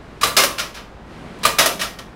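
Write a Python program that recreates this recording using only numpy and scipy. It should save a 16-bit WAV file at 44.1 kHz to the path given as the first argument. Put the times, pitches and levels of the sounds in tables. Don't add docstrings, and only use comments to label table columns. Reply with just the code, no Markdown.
import sys
import numpy as np
from scipy import signal
from scipy.fft import rfft, irfft, next_fast_len
from scipy.io import wavfile

SR = 44100
rng = np.random.default_rng(int(sys.argv[2]) if len(sys.argv) > 2 else 0)


def output_pcm(signal):
    pcm = np.clip(np.atleast_2d(signal).T, -1, 1) * 32767
    wavfile.write(sys.argv[1], SR, np.round(pcm).astype(np.int16))


N = 94815
RING_N = 24576
T = np.arange(RING_N) / SR
RING_HZ = np.fft.rfftfreq(RING_N, 1 / SR)
BASS_HZ, TREBLE_HZ = 725, 6500


def undb(db):
    return np.exp(np.asarray(db) * np.log(10) / 20)


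def unit(x):
    return x / np.sqrt(np.mean(x ** 2))


def colour(points, hz):
    f, db = np.array(points).T
    return unit(undb(np.interp(np.log(hz + 1), np.log(f), db)))


def resonance(hz, centre_hz, width_hz):
    return unit(1 / (1 + (2 * (hz - centre_hz) / width_hz) ** 2))


def below(hz, corner_hz):
    return 1 / (1 + (hz / corner_hz) ** 4)


def fade(t60_s):
    return np.exp(-np.log(1000) * T / t60_s)


def swell(rise_s):
    return 1 - np.exp(-T / rise_s)


def waver(step_s, count=1500):
    return np.interp(T / step_s, np.arange(count), rng.standard_normal(count))


def add(out, start_s, x):
    i = int(start_s * SR)
    out[i:i + len(x)] += x[:N - i]


def background():
    # f/Hz, relative density/dB
    room_spectrum = [(20, -6.5), (55, -3), (100, -5), (200, -4.5), (400, -9), (700, -11), (1200, -13.5),
                     (2000, -21.5), (4000, -30.5), (8000, -42.5), (15500, -57)]
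    whir_spectrum = [(100, -12.5), (180, -1), (400, -10), (700, -16.5), (1200, -18.5), (2200, -22.5),
                     (4000, -29.5), (7000, -40.5), (11000, -49.5), (15500, -60)]
    # t/s, level/dB
    whir_levels = [(0, -45.5), (.18, -42.5), (.5, -48), (1.0, -58), (1.12, -38), (1.25, -37), (1.42, -37),
                   (1.7, -50), (2.15, -50)]
    # f/Hz, width/Hz, level re whir/dB
    whine_peaks = [(8050, 50, -35), (8780, 170, -34.5), (9880, 170, -37), (11095, 205, -39),
                   (12320, 200, -45), (13600, 280, -50.5)]
    # f/Hz, level/dB
    hum_lines = [(54, -48), (119, -55.5), (167, -56.5), (384, -58)]
    size = next_fast_len(N, real=True)
    t, hz = np.arange(N) / SR, np.fft.rfftfreq(size, 1 / SR)
    noise = lambda gain: irfft(rfft(rng.standard_normal(size)) * gain, size)[:N]
    whine = sum(undb(db) * resonance(hz, f, width_hz) for f, width_hz, db in whine_peaks)
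    whir = noise(np.hypot(colour(whir_spectrum, hz), whine))
    whir *= undb(np.interp(t, *np.array(whir_levels).T))
    hum = sum(np.sqrt(2) * undb(db) * np.sin(2 * np.pi * (f * t + rng.random())) for f, db in hum_lines)
    room = undb(-41) * noise(colour(room_spectrum, hz))
    return room + whir + hum


def cloth_thuds():
    # t/s, level/dB
    landings = [(1.746, -31), (1.83, -33)]
    tray = resonance(RING_HZ, centre_hz=184, width_hz=33)
    out = np.zeros(N)
    for start_s, db in landings:
        rumble = irfft(rfft(rng.standard_normal(RING_N)) * tray)
        add(out, start_s, undb(db) * rumble * swell(rise_s=.012) * fade(t60_s=.34))
    return out


def knocks():
    # t/s, f/Hz, level/dB, rise/s
    contacts = [(0.2321, 1171, -6, 0.0017), (.437, 565, -14, 0.0029), (.592, 1407, -22, 0.0042),
                (1.4517, 1190, -5, 0.0017), (1.4519, 2446, -12, 0.0012), (1.659, 636, -15, 0.0025),
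                (1.815, 1870, -18, 0.003), (1.851, 1335, -25, 0.0043)]
    out = np.zeros(N)
    for start_s, hz, db, rise_s in contacts:
        pulse = T / rise_s * np.exp(1 - T / rise_s)
        tail = undb(-16.5) * swell(rise_s) * fade(t60_s=.62)
        add(out, start_s, undb(db) * (pulse + tail) * np.sin(2 * np.pi * hz * T))
    return out


def cabinet_ripple(depth_db=3, spacing_hz=14):
    heights = rng.standard_normal(RING_N)
    return unit(undb(depth_db * np.interp(RING_HZ / spacing_hz, np.arange(RING_N), heights)))


def ring(modes, rise_s, bass_db):
    waver_db = 4.5
    out = 0
    for hz, db, t60_s in modes:
        level_db = db + min(bass_db, 0) * (hz < BASS_HZ) + waver_db * waver(step_s=.0091)
        out += undb(level_db) * fade(t60_s) * np.sin(2 * np.pi * (hz * T + rng.random()))
    return swell(rise_s) * out


def clash(spectrum, ripple, rise_s, bass_db, treble_db, chatter_db, treble_lag_s):
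    # f/Hz, t60/s
    cabinet_decay = [(150, 0.56), (700, 0.36), (2500, 0.32), (7000, 0.26), (15000, 0.27)]
    bass_lag_s = .0069
    chatter_spread_db, chatter_decay_s = 4.5, .012
    tone_db = bass_db * below(RING_HZ, BASS_HZ) + treble_db * (1 - below(RING_HZ, TREBLE_HZ))
    gain = colour(spectrum, RING_HZ) * undb(tone_db)
    dense = rfft(rng.standard_normal(RING_N)) * gain * ripple
    room_tail = undb(-9) * fade(t60_s=.41)
    centres_hz, t60s = np.array(cabinet_decay).T
    cabinet = 0
    for hz, t60_s, share in zip(centres_hz, t60s, np.eye(len(centres_hz))):
        band = irfft(dense * np.interp(np.log(RING_HZ + 1), np.log(centres_hz), share))
        lag_s = bass_lag_s * below(hz, BASS_HZ) + treble_lag_s * (1 - below(hz, TREBLE_HZ))
        cabinet += band * swell(rise_s + lag_s) * np.hypot(fade(t60_s), room_tail)
    contacts = unit(rng.standard_normal(RING_N) * undb(chatter_spread_db * waver(step_s=.0006)))
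    chatter = irfft(rfft(contacts) * gain * (1 - below(RING_HZ, BASS_HZ)))
    chatter *= swell(rise_s + treble_lag_s) * np.exp(-T / chatter_decay_s)
    return cabinet + undb(chatter_db) * chatter


def latches(ripple):
    # t/s, level/dB, rise/s, bass/dB, treble/dB, ring/dB, chatter/dB
    hits = [(0.2113, -23, 0.0013, -10, 1, 5.5, 1.5), (0.2323, -14.5, 0.0005, 1.5, 2, 3, 3.5),
            (0.2684, -33.5, 0.0022, -10, 16, -1, 6), (1.386, -52, .002, 11, -1, -6, 10),
            (1.41, -42, .002, 6, -9, -8, -11), (1.4323, -21, 0.00058, -3.5, 0, 3.5, -1),
            (1.4512, -14.5, 0.00045, 2.5, 4, 2, 5.5), (1.518, -51, .004, -11, 6, -4, 0)]
    # f/Hz, level/dB, t60/s
    modes = [(450, -21, .4), (1012, -22, .35), (1725, -22, .28), (2450, -24, .22), (3263, -22, .22),
             (3945, -14, .3), (3974, -15, .3), (4081, -19, .25), (5032, -12, .21), (7144, -23, .25)]
    # f/Hz, relative density/dB
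    spectrum = [(60, -9), (150, -1), (330, -6.5), (520, 1.5), (850, -1), (1200, 5.5), (1550, 0), (2400, 0),
                (4200, -2), (6000, -7), (10500, -10.5), (15500, -17.5)]
    out = np.zeros(N)
    for start_s, db, rise_s, bass_db, treble_db, ring_db, chatter_db in hits:
        tones = undb(ring_db) * ring(modes, rise_s, bass_db)
        steel = clash(spectrum, ripple, rise_s, bass_db, treble_db, chatter_db, treble_lag_s=.0015)
        add(out, start_s, undb(db) * (steel + tones))
    return out


def shelves(ripple):
    # t/s, shelf index, level/dB, rise/s, bass/dB, treble/dB, ring/dB, chatter/dB
    hits = [(.3658, 0, -8, 0.0023, 1, 3, 2, -7), (.396, 0, -17.5, 0.0032, 0, 5.5, 7.5, -5),
            (0.4353, 0, -21.5, 0.00083, 6.5, 7.5, 0.5, 10.5), (0.58, 0, -24.5, 0.007, -14, -5, -1, 10),
            (0.5916, 0, -21, 0.0018, 1, -1.5, -5, 2), (.740, 0, -30, 0.011, -5, -4.5, -10, -0.5),
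            (0.769, 0, -34, 0.003, 3.5, -23, -6, 0), (1.5848, 1, -8, 0.0018, 1.5, 1.5, -3.5, -4),
            (1.658, 1, -20, 0.0014, 8, 8, 6.5, 9), (1.792, 1, -22, 0.0067, 4, -3, -2, 1),
            (1.8128, 1, -21, 0.0018, -13, 1.5, 3, 2.5), (1.833, 1, -36, 0.0011, 15, -18, -15, 10),
            (1.9875, 1, -37, 0.0013, 4.5, -3.5, 6.5, 7.5)]
    # f/Hz, level/dB, t60/s
    modes = [
        [(390.5, -21.5, 0.45), (562, -29, 0.34), (625, -21, 0.48), (1071, -16.5, 0.45), (1168, -17, 0.49),
         (1274, -23, 0.37), (1334, -9.5, 0.23), (1748, -21, .3), (2120, -15.5, 0.314), (2820, -16.5, 0.22),
         (2903, -19.5, 0.249), (4249, -14, 0.25), (4980, -13.5, .18), (5120, -14.5, 0.16)],
        [(392.6, -22, 0.59), (561.3, -20.5, 0.47), (632, -23, 0.43), (705, -20, .4), (1137, -19, 0.38),
         (1196, -15.5, 0.3), (1330, -11.5, 0.28), (1728, -15, 0.18), (1872, -18, 0.27), (2320, -21, 0.37),
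         (2877, -22, 0.23), (3330, -21, 0.35), (3780, -19, 0.23), (5030, -22, 0.15)],
    ]
    # f/Hz, relative density/dB
    spectrum = [(60, -23), (150, -10), (330, -7), (600, -1), (900, -3.5), (1250, 1), (1800, -1.5),
                (3000, -1), (4500, -3.5), (5300, -2), (8000, -11), (10500, -9.5), (15500, -18)]
    out = np.zeros(N)
    for start_s, shelf, db, rise_s, bass_db, treble_db, ring_db, chatter_db in hits:
        tones = undb(ring_db) * ring(modes[shelf], rise_s, bass_db)
        steel = clash(spectrum, ripple, rise_s, bass_db, treble_db, chatter_db, treble_lag_s=.00044)
        add(out, start_s, undb(db) * (steel + tones))
    return out


def scene():
    ripple = cabinet_ripple()
    return (background() + latches(ripple) + shelves(ripple) + knocks() + cloth_thuds())[None]


def record(dry):
    ceiling, top_hz = .92, 15750
    rounded = dry / (1 + (dry / ceiling) ** 6) ** (1 / 6)
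    lowpass = signal.ellip(10, .1, 60, top_hz, fs=SR, output="sos")
    return signal.sosfiltfilt(lowpass, rounded)


dry = scene()
out = record(dry)
output_pcm(out)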